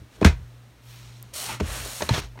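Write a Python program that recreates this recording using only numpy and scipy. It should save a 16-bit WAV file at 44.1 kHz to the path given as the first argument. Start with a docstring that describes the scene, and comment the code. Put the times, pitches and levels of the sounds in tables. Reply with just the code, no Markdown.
"""Set down and slid on a wooden table

A hard object touches, tips and lands with a boom, close up: its weight rings the table top, its edges knock.
Clothing swishes as an arm reaches across. Something slides over the top in two strokes of hissing,
rasping friction, bumps, knocks and is shoved home. The room is small and quiet, with a faint mains hum."""
import sys
import numpy as np
from scipy import signal
from scipy.fft import rfft, irfft
from scipy.io import wavfile

SR = 44100
rng = np.random.default_rng(int(sys.argv[2]) if len(sys.argv) > 2 else 0)


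def bounce(signal):
    """Save signal as a 16-bit WAV file at the path given by the first command-line argument."""
    frames = np.transpose(np.atleast_2d(signal))
    limited = np.clip(frames, -1, 1)
    pcm = np.round(limited * 32767).astype(np.int16)
    wavfile.write(sys.argv[1], SR, pcm)


N = 105840
TIME = np.arange(N) / SR


def from_db(db):
    return 10 ** (np.asarray(db) / 20)


def rms_one(x):
    return x / np.sqrt(np.mean(x ** 2) + 1e-20)


def gains(rows):
    """One fader curve per dB column; a curve that starts late or ends early is silent beyond its rows."""
    times, *columns = np.transpose(rows)
    before_db = -120 if times[0] > .5 else None
    after_db = -120 if times[-1] < TIME[-1] - .05 else None
    return [from_db(np.interp(TIME, times, db, left=before_db, right=after_db)) for db in columns]


def at_hz(points, hz):
    """Reads a curve on a log-frequency axis."""
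    freqs, values = np.transpose(points)
    return np.interp(np.log(hz + 1e-9), np.log(freqs), values)


def coloured(x, spectrum):
    """Shapes a steady signal with an EQ curve and brings it to rms 1."""
    eq = from_db(at_hz(spectrum, np.fft.rfftfreq(N, 1 / SR)))
    return rms_one(irfft(rfft(x) * eq, N))


def noise(spectrum):
    return coloured(rng.standard_normal(N), spectrum)


def filtered(x, hz, kind, order=2):
    sos = signal.butter(order, np.clip(hz, 10, .48 * SR), kind, fs=SR, output="sos")
    return signal.sosfilt(sos, x)


def peaked(x, peaks):
    """Adds resonances or notches."""
    for hz, db, q in peaks:
        x = x + (from_db(db) - 1) * signal.lfilter(*signal.iirpeak(hz, q, fs=SR), x)
    return x


def decay(start, t60):
    """Sudden start, exponential fall."""
    return (TIME >= start) * from_db(-60 * np.maximum(TIME - start, 0) / t60)


def ringing(modes):
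    """Half a second of struck modes, each a dying sine."""
    t = TIME[:SR // 2]
    return sum(from_db(db - 60 * t / t60) * np.sin(2 * np.pi * hz * t) for hz, db, t60 in modes)


def placed(x, start):
    """Lays a sound on the timeline, `start` seconds in."""
    return np.concatenate([np.zeros(max(int(start * SR), 0)), x, np.zeros(N)])[:N]


def room():
    """Room tone: low rumble, faint hiss and a wavering mains hum."""
    # Each row: frequency in Hz, relative level in dB.
    air_colour = [(20, -25), (55, -1), (100, -16), (200, -15), (500, -21.5), (1500, -25), (4000, -31),
                  (9000, -37), (16000, -43)]
    # Each row of both: time in seconds, level in dB.
    air_level = [(0, -53), (.07, -54.5), (.2, -50), (.45, -53.5), (.7, -54.5), (.78, -55), (.9, -53.5),
                 (2.4, -53)]
    hum_level = [(0, -42.5), (.13, -64), (.3, -38), (.48, -45), (.68, -51), (.78, -64.5), (.86, -47),
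                 (1.24, -45), (1.38, -62), (1.55, -41), (1.85, -47), (1.99, -52), (2.22, -48), (2.4, -43.5)]
    hum_hz = 119.6
    hum = np.sqrt(2) * np.sin(2 * np.pi * hum_hz * TIME)
    return gains(air_level)[0] * noise(air_colour) + gains(hum_level)[0] * hum


def thuds():
    """Weight lands on the table top and rings its modes, most of all those near the blow's own pitch."""
    # Each row: frequency in Hz, relative level in dB, time to fall 60 dB in seconds.
    table_modes = [(52.4, -4, 0.44), (77, 5.5, 0.15), (117.3, 8.5, 0.072), (153.4, -6, 0.28),
                   (200, 8.5, 0.081), (232, -5.5, 0.14), (315, -6, 0.14), (411.7, -2.5, 0.049),
                   (486, -1, 0.028), (601, -1, 0.042), (898, -4.5, 0.068)]
    # Each row: start in seconds, level in dB, most excited pitch in Hz.
    blows = [(.002, -37.5, 70.4), (0.018, -41, 318), (0.182, -40, 370), (0.2162, -5.5, 382),
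             (.225, -14.5, 142), (0.2486, -7.5, 196), (0.2508, -3, 76), (.397, -30.5, 85),
             (1.336, -44, 71.5), (1.6005, -19.5, 700), (1.605, -23.5, 225), (1.61, -14.5, 410),
             (1.614, -18, 74), (1.675, -21.5, 56), (1.805, -26, 59), (1.86, -28, 454), (2.02, -16.5, 600),
             (2.022, -28, 235), (2.028, -31.5, 76), (2.093, -14, 820), (2.108, -11.5, 119.3),
             (2.177, -24, 123), (2.179, -21, 408), (2.204, -24.5, 49), (2.356, -38.5, 756),
             (2.377, -42, 523)]
    swell_cycles, focus_db_per_octave = 0.37, 18.5
    out, t = np.zeros(N), TIME[:SR // 2]
    for start, db, focus_hz in blows:
        for hz, mode_db, t60 in table_modes:
            level_db = db + mode_db - focus_db_per_octave * abs(np.log2(hz / focus_hz))
            swell = 1 - np.exp(-(t * hz / swell_cycles) ** 2)  # low modes bloom more slowly
            out += placed(swell * ringing([(hz, level_db, t60)]), start)
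    return out


def friction(spectrum):
    """Surface grains catch and let go thousands of times a second, under a juddering pressure."""
    grains_per_s, grain_spread_db = 9000, 1.5
    judder_hz, judder_db = 200, 1.15
    caught = rng.random(N) < grains_per_s / SR
    sizes = from_db(grain_spread_db * np.minimum(rng.exponential(1, N), 4))
    grains = caught * sizes * rng.choice([-1, 1], N)
    judder = rms_one(filtered(rng.standard_normal(N), judder_hz, "low"))
    return coloured(grains, spectrum) * from_db(judder_db * judder)


def clothes():
    """Cloth rubs in soft swishes that swell and fade with the arm's speed."""
    # Each row: start, peak and end in seconds, level in dB, low-pass in Hz.
    # The first swish cuts off just short of its peak.
    swishes = [(0.094, 0.178, 0.17, -52.5, 9000), (0.807, 0.908, 1.1, -51.5, 16000),
               (0.857, 1.058, 1.41, -52, 9000)]
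    # Each row: frequency in Hz, relative level in dB.
    cloth_colour = [(200, -15), (800, -10), (2000, -5.5), (3600, -4), (7000, -8), (10000, -10.5),
                    (16000, -10.5)]
    rubbing, out = friction(cloth_colour), np.zeros(N)
    for start, peak, end, db, dull_hz in swishes:
        speed = np.interp(TIME, [start, peak, end], [0, 1, 0])
        out += from_db(db) * speed * filtered(rubbing, dull_hz, "low")
    return out


def knocks():
    """Hard edges meet with a short crunch and a ping; then object and room ring, dying band by band."""
    # Each row: start in seconds, level in dB, low-pass in Hz, contact length in seconds,
    # relative ring level in dB, ping pitch in Hz, relative ping level in dB.
    hits = [(0.212, -35.5, 8900, .003, -2, 3400, -7), (0.2262, -19.5, 1890, 0.0055, -11, 1690, -19),
            (0.2462, -8.5, 8700, 0.00448, -8.5, 2110, -5), (0.2597, -22, 13000, 0.0048, -15, 1400, -8),
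            (1.5992, -29.5, 9100, 0.012, -21, 1140, 3.5), (2.006, -33, 1980, 0.0069, -2.5, 946, 9),
            (2.02, -22, 5000, 0.0071, -13.5, 6370, -2), (2.0904, -19.5, 10800, .004, -11, 4100, 1),
            (2.375, -43, 2460, 0.0073, -12, 970, 4.5), (2.389, -37, 3020, 0.0047, -22, 1960, 0)]
    # Tone of the crunch and its noisy tail. Each row: frequency in Hz, relative level in dB.
    knock_colour = [(100, -6), (300, 12.5), (900, 3), (2400, 2.5), (2900, -3), (4200, -3), (6000, -4),
                    (9000, -10.5), (16000, -11)]
    # Each row: frequency in Hz, time for the tail to fall 60 dB in seconds.
    tail_t60 = [(200, 0.12), (1000, 0.17), (4000, 0.17), (14000, 0.12)]
    # Each row: frequency in Hz, relative level in dB, time to fall 60 dB in seconds.
    object_modes = [(654, -7, 0.12), (954, -14, .22), (1079, -8.5, 0.14), (1405, -9.5, 0.081),
                    (1545, -11.5, 0.2), (1718, -4, 0.1), (2062, -14.5, 0.22), (2355, -19, 0.18),
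                    (2520, -9, 0.166), (3365, -14, .13)]
    ring_delay_s, ping_t60_s = 0.00136, 0.024
    crunch, wash, out = noise(knock_colour), noise(knock_colour), np.zeros(N)
    edges_hz = np.geomspace(120, 17000, 8)
    bands = [(filtered(wash, [lo, hi], "band"), at_hz(tail_t60, np.sqrt(lo * hi)))
             for lo, hi in zip(edges_hz, edges_hz[1:])]
    for start, db, dull_hz, length, ring_db, ping_hz, ping_db in hits:
        contact = crunch * np.exp(-((TIME - start - length / 2) / (length / 2)) ** 4)
        ring_start = start + ring_delay_s
        # Alternating polarity keeps neighbouring bands from cancelling where they meet.
        tail = sum((-1) ** k * band * decay(ring_start, t60) for k, (band, t60) in enumerate(bands))
        ring = tail + placed(ringing(object_modes), ring_start)
        body = filtered(contact + from_db(ring_db) * ring + 1e-18, dull_hz, "low")
        ping = placed(ringing([(ping_hz, ping_db, ping_t60_s)]), start + length / 4)
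        out += from_db(db) * (body + ping)
    return out


def tick():
    """A tiny bright click, like a nail touching an edge."""
    treble = filtered(rng.standard_normal(N), hz=8300, kind="high")
    return from_db(-27.5) * treble * decay(start=1.2268, t60=0.008)


def stroke(levels, body):
    """One slide over the wood: light, fast rubbing hisses, and pressure adds a rasp."""
    # Each row of both: frequency in Hz, relative level in dB.
    hiss_colour = [(200, -13), (420, -7), (650, -5.5), (2000, -6), (4000, -1), (6500, -1.5), (9200, 0.5),
                   (12000, -5.5), (16000, -13)]
    rasp_colour = [(100, 2.5), (350, -2.5), (850, -1.5), (1400, -0.5), (2400, -2), (4000, -8), (7000, -10),
                   (16000, -44)]
    hiss_gain, rasp_gain = gains(levels)
    return peaked(hiss_gain * friction(hiss_colour) + rasp_gain * friction(rasp_colour), body)


def sliding():
    """Friction across the table top: two strokes and a last, coarser shove."""
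    # Each row of both: time in seconds, hiss level in dB, rasp level in dB.
    first_stroke = [(1.329, -69, -61), (1.338, -37.5, -58), (1.375, -34, -55.5), (1.46, -33.5, -41.5),
                    (1.505, -38, -34.5), (1.545, -41.5, -37), (1.585, -59, -49.5), (1.63, -71, -65)]
    second_stroke = [(1.61, -60, -45), (1.675, -42, -41), (1.76, -36, -38.5), (1.83, -38.5, -41.5),
                     (1.99, -37.5, -49.5), (2.05, -41.5, -46), (2.12, -51.5, -41.5), (2.2, -40.5, -52),
                     (2.215, -73, -75)]
    # The hollow body of each stroke. Each row: frequency in Hz, boost or cut in dB, Q.
    first_body = [(1230, 2, 6), (1680, -6, 10), (2000, 2, 3.4), (3010, 3.5, 14), (4200, 1.5, 20),
                  (5660, 1, 18)]
    second_body = [(584, 6.5, 5), (1350, 1.5, 8.2), (1770, 2.7, 16), (2920, 1.7, 4.7), (6800, 3, 21)]
    # Each row: time in seconds, level in dB.
    shove_level = [(2.1, -43), (2.125, -34.5), (2.147, -26), (2.17, -29.5), (2.195, -31), (2.212, -41.5),
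                   (2.25, -43.5), (2.3, -67)]
    # Each row: frequency in Hz, relative level in dB.
    shove_colour = [(100, -6), (300, -3), (650, -4), (1000, -3.5), (3000, -5.5), (6000, -9.5),
                    (8000, -17.5), (16000, -31)]
    strokes = stroke(first_stroke, first_body) + stroke(second_stroke, second_body)
    return strokes + gains(shove_level)[0] * friction(shove_colour)


def hollow_tone():
    """Friction keeps a narrow resonance ringing; it rises as the first stroke speeds up."""
    # Each row: time in seconds, pitch in Hz, level in dB.
    glide = [(1.33, 600, -60), (1.339, 612.4, -49.5), (1.42, 677, -50.5), (1.47, 833, -46.5),
             (1.5, 863, -36), (1.55, 879, -48), (1.585, 890, -66)]
    half_width_hz = 61
    times, hz, db = np.transpose(glide)
    flutter_cos, flutter_sin = filtered(rng.standard_normal((2, N)), half_width_hz, "low")
    phase = 2 * np.pi * np.cumsum(np.interp(TIME, times, hz)) / SR
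    breathy_tone = rms_one(flutter_cos * np.cos(phase) + flutter_sin * np.sin(phase))
    return gains(np.transpose([times, db]))[0] * breathy_tone


def reflected(x):
    """Surfaces beside the microphone add faint, slightly delayed copies."""
    # Each row: delay in seconds, relative level in dB.
    reflections = [(.00072, -25.5), (.00092, -23)]
    return x + sum(from_db(db) * placed(x, delay) for delay, db in reflections)


def scene():
    """The mono mix; knocks, tick, sliding and cloth pick up the close reflections."""
    handling = knocks() + tick() + sliding() + clothes()
    return (thuds() + reflected(handling) + room() + hollow_tone())[None]


def record(dry):
    """The microphone drops the deepest bass, colours the treble, rounds loud peaks and cuts the top."""
    # Each row: frequency in Hz, boost or cut in dB, Q.
    mic_colour = [(3890, 2, 20), (4850, -4.5, 15), (7420, -4.5, 14), (10450, -6.5, 12.7)]
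    low_cut_hz, high_cut_hz, ceiling = 44.5, 15800, 1.15
    x = peaked(filtered(dry, low_cut_hz, "high", order=4), mic_colour)
    x = x / (1 + (x / ceiling) ** 6) ** (1 / 6)  # soft clip
    return signal.sosfilt(signal.ellip(10, .1, 70, high_cut_hz, fs=SR, output="sos"), x)


dry = scene()
out = record(dry)
bounce(out)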